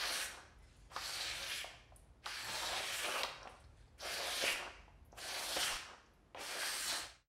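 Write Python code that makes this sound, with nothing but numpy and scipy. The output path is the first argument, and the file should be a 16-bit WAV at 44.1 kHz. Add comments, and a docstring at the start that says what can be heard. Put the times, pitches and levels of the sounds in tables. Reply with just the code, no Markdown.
"""In a bare, echoing workshop, one microphone hears a knife already slicing through hand-held paper.
Five more cuts follow, each a dense hiss of breaking fibres, coloured by bands that glide as the cut runs.
Clicks with dying buzzes make the snaps as the blade bites or breaks free, and the flaps of the loose sheet.
Around the cuts come flutter, rustling and ticking scraps; two later ones fan air at the microphone.
Filtered noise makes the low hum and faint room noise throughout; at the end everything fades."""
import sys
import numpy as np
from scipy import signal
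from scipy.fft import rfft, irfft, next_fast_len
from scipy.io import wavfile
from scipy.ndimage import uniform_filter1d, map_coordinates

SR = 44100
rng = np.random.default_rng(int(sys.argv[2]) if len(sys.argv) > 2 else 0)


def generate_wav(signal):
    """Clip the signal to [-1, 1] and save it as 16-bit WAV at the path in sys.argv[1]."""
    frames = np.transpose(np.atleast_2d(signal))
    scaled = np.clip(frames, -1, 1) * 32767
    pcm = np.round(scaled).astype(np.int16)
    wavfile.write(sys.argv[1], SR, pcm)


N = 321035
LEAD = SR // 2  # samples run before the start, so that the room is already ringing
TOP_HZ = 15750  # nothing is heard from here up
AIR_DB = -71  # room noise
CRACK_T60_S, FLAP_T60_S = 0.02, 0.044
FLUTTER_RISE_DB_PER_S, FLUTTER_DIES_DB_PER_S, FLUTTER_BEATS_DB = 894, 170, 2.5
RUSTLE_RISE_DB_PER_S, RUSTLE_DIES_DB_PER_S = 293, 150
SHEET_WANDERS_OCTAVES = 0.05

# One curve a stroke: (time [s], tearing level [dB], then over tearing: sheet flexing [dB],
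# rasp [dB], edge hiss [dB])
STROKE_CURVES = [
    [(0.0, -45.5, -8, 0, -9), (0.028, -42, -7.5, -2, -9), (0.188, -47, -3, -2.5, 1),
     (0.214, -46, -18, -5, -2), (0.26, -54.5, 0.5, -7, 4.5)],
    [(0.9, -76, 7, 0, -9), (0.92, -63.5, 6.5, -3, -6), (0.956, -60.5, 4, 3, 1), (0.968, -50, 3.5, 0, -12),
     (0.992, -52, -9, 0, -6), (1.066, -52.5, -3.5, 4, -0.5), (1.224, -48, -9.5, -0.5, -5),
     (1.406, -49.5, -4.5, -1, -8), (1.584, -47.5, -18, -0.5, -3.5), (1.61, -44, -16, -14, -13.5),
     (1.62, -48.5, -5, -7, -8)],
    [(2.225, -77.5, -7, 2, -14), (2.265, -46, -2.5, -8, -14), (2.283, -51, -5, -0.5, -7.5),
     (2.345, -47, -12.5, -5, -9.5), (2.427, -52.5, -3.5, 0, -3), (2.553, -47, -3, 1.5, -4.5),
     (2.809, -47.5, -2, -1.5, -7), (2.993, -47.5, -7.5, -2, 0), (3.063, -44.5, 0.5, -1, -7.5),
     (3.079, -48.5, 5.5, 0.5, -1.5), (3.22, -48, 2.5, -1.5, -4)],
    [(3.98, -72, -4, -7, -3), (4.008, -57, 5, 3, -7), (4.054, -49.5, 4, -2, -5),
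     (4.114, -46.5, -5, -1.5, -4.5), (4.176, -48.5, 0.5, -1, -4), (4.306, -47, -0.5, 1.5, -4.5),
     (4.404, -48.5, 0.5, 5, -0.5), (4.426, -41, 0.5, -1, -7), (4.444, -40, -6, -1, -6),
     (4.474, -36, -9.5, -6.5, -7), (4.53, -44.5, -4.5, -2, -3.5)],
    [(5.15, -78, 8, -3, -4), (5.184, -52, -4.5, -5, -6), (5.282, -49.5, -2.5, -0.5, -4),
     (5.316, -47.5, -5.5, -3.5, -6), (5.552, -50, -3, 4.5, 3), (5.572, -39, -1.5, -3.5, -6),
     (5.586, -40.5, -5, -12, -7), (5.614, -41, -2, -1, -2), (5.696, -42, -9, -8.5, -5.5),
     (5.724, -45, 2.5, -1, -8.5), (5.77, -46, -33, -5, -9)],
    [(6.36, -61.5, 2, -12, -22), (6.404, -51, 4, -4, -4.5), (6.484, -49, -6.5, -1.5, -5),
     (6.558, -49.5, 2, -1.5, -4.5), (6.626, -45, -11, -3, -3.5), (6.642, -46, -3.5, 0, -3.5),
     (6.822, -47.5, -8, -3.5, 0.5), (6.888, -47.5, -0.5, 5.5, 3.5), (6.934, -41.5, -8, -0.5, -5),
     (7.016, -51, -2.5, 0.5, -2), (7.07, -54, 4.5, -7, -20)],
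]
# The strip being cut grows and the held sheet changes shape, so bands glide through each stroke:
# (strip, sheet's upper band, sheet's lower band, edge hiss), each (on entry [Hz], on leaving [Hz])
STROKE_GLIDES = [((4500, 3900), (1450, 1800), (620, 700), (11000, 9400)), ((5200, 3200), (1600, 2470),
                 (850, 560), (8570, 9400)), ((5100, 2620), (1600, 2400), (950, 550), (8100, 9200)),
                 ((5340, 2600), (1650, 2170), (640, 560), (9500, 9900)), ((5400, 2500), (1850, 1540),
                 (690, 790), (9722.2, 8900)), ((5700, 3570), (2000, 1480), (720, 750), (9360, 8600))]
# Colour of each layer of the cut: (frequency [Hz], relative density [dB per Hz])
TEAR_SPECTRUM = [(740, -30.5), (1250, -4), (1660, -0.5), (2010, -3), (2300, -0.5), (3200, -0.5),
                 (4160, -17.5), (7040, -120)]
FLEX_SPECTRUM = [(88, -47), (150, -19), (211, -13), (380, -3.5), (424, -6), (531, -2), (1300, -2),
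                 (1690, -8), (2860, -120)]
RASP_SPECTRUM = [(1880, -30), (3200, -5.5), (4390, -2), (5110, -6), (5800, -6), (7540, -21.5),
                 (12800, -120)]
HISS_SPECTRUM = [(3240, -32.5), (5500, -3.5), (7000, -3.5), (9670, -5.5), (11800, -6), (15700, -19)]
# The blade bites or breaks free, a crack with a flap of the sheet:
# (time [s], crack level [dB], crack pitch [Hz], flap lag [s], flap level [dB], flap pitch [Hz])
BLADE_SNAPS = [(.963, -28, 3900, -0.00057, -27, 976), (2.243, -43, 2800, 0.0079, -62, 900),
               (2.259, -24.5, 3740, 0.0041, -30.5, 1120), (3.233, -14, 3800, .005, -30, 760),
               (3.2345, -21, 2500, .011, -31, 1000), (3.474, -35.5, 2440, -0.003, -32, 770),
               (5.178, -42, 1800, -0.0063, -60, 700), (5.567, -28, 3000, .001, -27, 644),
               (6.346, -36, 2660, 0.0016, -33, 720), (6.633, -34.5, 1610, -0.002, -35.5, 800)]
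# The loose sheet flaps: (time [s], level [dB], pitch [Hz])
SHEET_FLAPS = [(1.644, -36, 720), (1.738, -53, 775), (1.921, -49.5, 720), (3.455, -37, 800),
               (3.549, -50, 800), (4.005, -56, 778), (4.439, -27.5, 525), (4.624, -36.5, 704),
               (4.88, -48.5, 686), (5.128, -42.5, 680), (5.898, -45, 1000), (5.932, -44, 1000)]
# The freed sheet flutters: (start [s], hold [s], level [dB])
SHEET_FLUTTER = [(.3, 0.098, -56.5), (1.66, 0.074, -65), (3.27, .22, -59), (4.56, 0.11, -52),
                 (5.8, .13, -62)]
# The freed sheet fans air at the microphone: (time [s], level [dB])
AIR_PUFFS = [(4.53, -55.5), (5.73, -47)]
# Scraps touch the steel block and the bench: (time [s], level [dB], pitch [Hz], t60 [s])
SCRAP_TICKS = [(.585, -66, 10000, .04), (.625, -65, 9900, .04), (.766, -59, 9600, 0.033),
               (.795, -66, 10000, .05), (1.961, -44.5, 9900, 0.034), (1.992, -60, 8900, .04),
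               (3.43, -40.5, 5300, 0.017), (3.492, -62, 9200, .13), (3.6, -61, 9000, .06),
               (3.64, -57, 4480, .046), (3.81, -66, 4600, .046), (3.879, -64, 4540, 0.033),
               (5.049, -67.5, 11400, .13), (5.12, -56, 6000, 0.032), (6.061, -61, 6000, .03),
               (6.135, -70, 11500, .056)]
# Loose paper rustles between strokes: (start [s], hold [s], level [dB])
PAPER_RUSTLE = [(.63, 0.22, -73.5), (1.96, 0.026, -78.5), (3.42, 0.18, -73), (3.78, 0.04, -74.5)]
# Colour of the rustling: (frequency [Hz], relative density [dB per Hz])
SCRAP_SPECTRUM = [(590, -43), (1000, -1.5), (1320, -8.5), (1430, 1.5), (1540, 1), (9600, -10), (12500, -29),
                  (16200, -55), (22000, -120)]
# Bench and near walls: (delay [s], level [dB])
NEAR_REFLECTIONS = [(.0055, -13), (0.009, -34), (.016, -10.5)]
# Decay of the workshop's tail: (frequency [Hz], t60 [s])
ROOM_DECAY = [(250, 0.58), (800, 0.52), (1800, 0.73), (3500, 0.58), (6000, 0.62), (12000, 0.32)]
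# Course of the hum: (time [s], level [dB])
HUM_LEVEL = [(0.0, -68.5), (1.56, -62.5), (2.13, -65), (2.55, -62), (3.31, -64.5), (3.76, -61), (4.25, -70),
             (4.6, -65), (5.85, -64.5), (6.08, -71.5), (6.82, -70), (7.0, -64.5)]
# Bands of the hum: (frequency [Hz], width [Hz], level [dB])
HUM_BANDS = [(49, 10.5, -1.5), (74.2, 3.4, -4), (113.6, 7.3, -8), (143.5, 15, -13.5)]
# Colours of the low rumble and the room noise: (frequency [Hz], relative density [dB per Hz])
RUMBLE_SPECTRUM = [(12, -45.5), (20, -11.5), (38, -8), (59, 5), (103, -1), (146, -11.5), (194, -12.5),
                   (211, -28.5), (250, -27), (320, -57), (550, -120)]
AIR_SPECTRUM = [(120, -16), (200, 0), (855, -8), (1740, -17), (5080, -26.5), (9310, -32.5), (11700, -31),
                (12500, -48), (16200, -81), (22000, -120)]
# The closing fade: (time [s], level [dB])
CLOSING_FADE = [(6.9, -1), (7.05, -3), (7.15, -7.5), (7.22, -15.5), (7.28, -38)]


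def slicing():
    """The blade tears fibres, rasps and hisses along the cut edge and sets the whole sheet flexing."""
    tear_db, flex_db, rasp_db, hiss_db = joined(STROKE_CURVES)
    strip_hz, upper_hz, lower_hz, edge_hz = gliding_bands()
    tear = coloured(fibres(14000, spread_db=1.5, clump_db=2.06, patchy_db=0.6), TEAR_SPECTRUM)
    tear = favour(tear, upper_hz, octaves=0.36, lift_db=5.0)
    tear = favour(tear, strip_hz, octaves=0.12, lift_db=3.5)
    flex = coloured(fibres(9000, spread_db=0.7, clump_db=2.05, patchy_db=2.5), FLEX_SPECTRUM)
    flex = favour(flex, lower_hz, octaves=0.3, lift_db=4.5)
    rasp = coloured(fibres(14000, spread_db=1.5, clump_db=2.07, patchy_db=1.0), RASP_SPECTRUM)
    rasp = favour(rasp, strip_hz, octaves=0.13, lift_db=4)
    hiss = coloured(fibres(16000, spread_db=0.63, clump_db=1.3, patchy_db=2.0), HISS_SPECTRUM)
    hiss = favour(hiss, edge_hz, octaves=0.18, lift_db=4.5)
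    return amp(tear_db) * (tear + amp(flex_db) * flex + amp(rasp_db) * rasp + amp(hiss_db) * hiss)


def gliding_bands():
    """Band centres [Hz] that glide from entry to leaving as the cut proceeds, wandering slightly."""
    enter = np.array([stroke[0][0] for stroke in STROKE_CURVES])
    leave = np.array([stroke[-1][0] for stroke in STROKE_CURVES])
    which = np.maximum(np.searchsorted(enter, clock()) - 1, 0)
    done = np.clip((clock() - enter[which]) / (leave - enter)[which], 0, 1)
    ends_hz = np.array(STROKE_GLIDES)[which].transpose(1, 2, 0)
    return [first * (last / first) ** done * 2 ** (SHEET_WANDERS_OCTAVES * wobble(9))
            for first, last in ends_hz]


def fibres(rate, spread_db, clump_db, patchy_db):
    """Fibres breaking at random (rate a second), in clumps; the bending sheet shifts colour in patches."""
    n = N + LEAD
    strengths = rng.standard_normal(n) * amp(spread_db * rng.exponential(size=n))
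    breaks = (rng.random(n) < rate / SR) * strengths * amp(clump_db * wobble(60))
    hz, t, z = signal.stft(breaks, SR, nperseg=512)
    # smoothed over frequency, then over time
    patches = uniform_filter1d(uniform_filter1d(rng.standard_normal(z.shape), 7, 0), 16, 1)
    return signal.istft(z * amp(patchy_db * unit(patches)), SR, nperseg=512)[1][:n]


def favour(x, centre_hz, octaves, lift_db):
    """A piece of paper favours one band, which moves as the cut changes its size."""
    hz, t, z = signal.stft(x, SR, nperseg=512)
    centre = centre_hz[np.minimum((t * SR).astype(int), len(x) - 1)]
    near = np.exp(-.5 * (np.log2((hz[:, None] + 1) / centre) / octaves) ** 2)
    return unit(signal.istft(z * amp(lift_db * near), SR, nperseg=512)[1][:len(x)])


def snaps():
    """The blade's cracks and the sheet's flaps are broad and sudden."""
    cracks = [(s, db, hz, CRACK_T60_S) for s, db, hz, *_ in BLADE_SNAPS]
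    flaps = [(s + lag, db, hz, FLAP_T60_S) for s, _, _, lag, db, hz in BLADE_SNAPS]
    flaps += [(*row, FLAP_T60_S) for row in SHEET_FLAPS]
    return (bursts(cracks, cycles=0.82, width=0.87, rise=0.002, buzz_db=-12)
            + bursts(flaps, cycles=0.7, width=0.63, rise=0.0022, buzz_db=-4))


def ticks():
    """Scraps touching down tick brightly, with a softer start and a narrower band than the snaps."""
    return bursts(SCRAP_TICKS, cycles=1.5, width=0.29, rise=0.0036, buzz_db=-3.0)


def bursts(table, cycles, width, rise, buzz_db):
    """A click of a few cycles at the event's pitch, then a dying buzz in the band around it."""
    out = np.zeros(N + LEAD + SR)
    t = np.arange(SR // 6) / SR
    late = t - .001  # the click centres 1 ms in
    grit = rng.standard_normal((len(table), len(t)))
    for (s, db, hz, t60), noise in zip(table, grit):
        click = np.cos(2 * np.pi * hz * late) * np.exp(-(late * hz / cycles) ** 2)
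        click *= np.minimum(t / 0.0014, 1)
        # band-pass resonance, applied twice
        band = lambda f: (1j * f * hz * width / (hz * hz - f * f + 1j * f * hz * width)) ** 2
        decay = amp(buzz_db - 60 * t / max(t60, .003))
        buzz = unit(filtered(noise, band)) * decay * (1 - np.exp(-t / rise))
        out[LEAD + round(s * SR):][:len(t)] += amp(db) * (click + buzz)
    return out[:N + LEAD]


def flutter():
    """Once cut free, the sheet keeps flapping softly, in uneven beats."""
    gain = swells(SHEET_FLUTTER, FLUTTER_RISE_DB_PER_S, FLUTTER_DIES_DB_PER_S)
    beats = amp(FLUTTER_BEATS_DB * wobble(30))
    sheet = coloured(fibres(5000, spread_db=2.5, clump_db=3.0, patchy_db=0.5), FLEX_SPECTRUM)
    return gain * beats * sheet


def puffs():
    """Air pushed at the microphone: one slow 28 Hz surge each, under a short bell-shaped swell."""
    t = clock()
    return sum(amp(db) * np.sin(2 * np.pi * 28 * (t - s)) * np.exp(-((t - s - .015) / 0.021) ** 2)
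               for s, db in AIR_PUFFS)


def rustle():
    """Soft whisper of cut strips sliding and settling."""
    gain = swells(PAPER_RUSTLE, RUSTLE_RISE_DB_PER_S, RUSTLE_DIES_DB_PER_S)
    return gain * coloured(fibres(5400, spread_db=1.0, clump_db=-0.5, patchy_db=2.0), SCRAP_SPECTRUM)


def swells(table, rise_db_per_s, dies_db_per_s):
    """Gain of events that rise, hold and die away."""
    t = clock()
    gain = np.zeros(len(t))
    for s, hold, db in table:
        before, after = np.maximum(s - t, 0), np.maximum(t - s - hold, 0)
        gain += amp(db - rise_db_per_s * before - dies_db_per_s * after)
    return gain


def room(x, wet_db):
    """The cut travels along the sheet, so each eighth of a second meets a new reply."""
    hop = SR // 8
    out, padded = np.zeros(len(x) + 2 * SR + hop), np.pad(x, hop)
    for start in range(0, len(x) + hop, hop):
        piece = padded[start:start + 2 * hop]
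        windowed = piece * np.hanning(2 * hop)[:len(piece)]  # neighbours overlap by half
        heard = signal.fftconvolve(windowed, answer())
        out[start:start + len(heard)] += heard
    return x + amp(wet_db) * out[hop:hop + len(x)]


def answer():
    """The room's reply to one click: near reflections and a tail whose frequencies die at their own speeds."""
    hz, t, z = signal.stft(rng.standard_normal(SR), SR, nperseg=256)
    decay = amp(-60 * t / along(ROOM_DECAY, hz)[:, None])
    tail = signal.istft(z * decay, SR, nperseg=256)[1]
    reply = amp(-3.0) * np.pad(tail / np.linalg.norm(tail), (SR // 100, 0))  # tail starts 10 ms late
    for delay, db in NEAR_REFLECTIONS:
        reply[round(delay * SR * rng.uniform(.93, 1.07))] += amp(db)
    return reply


def background():
    """A wavering low hum from machinery somewhere, over rumble and smooth room noise."""
    n = N + LEAD
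    hum_db = np.interp(clock(), *np.transpose(HUM_LEVEL)) + 1.9 * wobble(5)
    bands = lambda f: sum(amp(db) / (1 + ((f - hz) / (width / 2)) ** 2) for hz, width, db in HUM_BANDS)
    drone = unit(filtered(rng.standard_normal(n), bands))
    rumble = coloured(rng.standard_normal(n), RUMBLE_SPECTRUM)
    air = coloured(rng.standard_normal(n), AIR_SPECTRUM)
    return amp(hum_db) * (drone + amp(-4) * rumble) + amp(AIR_DB) * air


def amp(db):
    """Decibels to amplitude."""
    return 10 ** (np.asarray(db) / 20)


def unit(x):
    """x scaled to an RMS of one."""
    return x / np.sqrt(np.mean(x ** 2) + 1e-20)


def clock():
    """Time [s] of every sample, from half a second early."""
    return np.arange(-LEAD, N) / SR


def along(points, hz):
    """(frequency [Hz], value) points read on a log frequency axis."""
    f, v = np.transpose(points)
    return np.interp(np.log(hz + 1), np.log(f + 1), v)


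def joined(tables):
    """Columns of several tables per sample; the first, a level, is silent between tables far apart."""
    rows = list(tables[0])
    ending = [(99, *tables[-1][-1][1:])]  # far beyond the end, so the last stroke also falls silent
    for table in [*tables[1:], ending]:
        last, first = rows[-1], table[0]
        if first[0] - last[0] > .05:
            rows += [(last[0] + 0.021, -110, *last[2:]), (first[0] - .012, -110, *first[2:])]
        rows += table
    s, *cols = np.transpose(rows)
    return [np.interp(clock(), s, c) for c in cols]


def filtered(x, response):
    """x shaped by a response of frequency."""
    m = next_fast_len(x.shape[-1] + 8192)
    return irfft(rfft(x, m) * response(np.fft.rfftfreq(m, 1 / SR)), m)[..., :x.shape[-1]]


def coloured(x, spectrum):
    """x filtered by a spectrum table, at an RMS of one."""
    return unit(filtered(x, lambda hz: amp(along(spectrum, hz))))


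def wobble(rate):
    """A smooth random curve, rate knots a second."""
    n = N + LEAD
    knots = rng.standard_normal(int(n * rate / SR) + 4)
    return map_coordinates(knots, [np.arange(n) * rate / SR])


def scene():
    """Paper sounds ring in the workshop; puffs and background reach the one microphone without its reply."""
    cutting = room(slicing() + rustle(), wet_db=-0.03)
    # the sheet throws these towards the microphone, so less room is heard
    flapping = room(snaps() + ticks() + flutter(), wet_db=-3)
    mix = cutting + flapping + puffs() + background()
    return np.tile(mix[LEAD:], (2, 1))  # the same in both channels


def record(dry):
    """A closing fade, and nothing above the band limit."""
    fade_db = np.interp(np.arange(N) / SR, *np.transpose(CLOSING_FADE))
    return filtered(dry * amp(fade_db), lambda hz: hz < TOP_HZ)


dry = scene()
out = record(dry)
generate_wav(out)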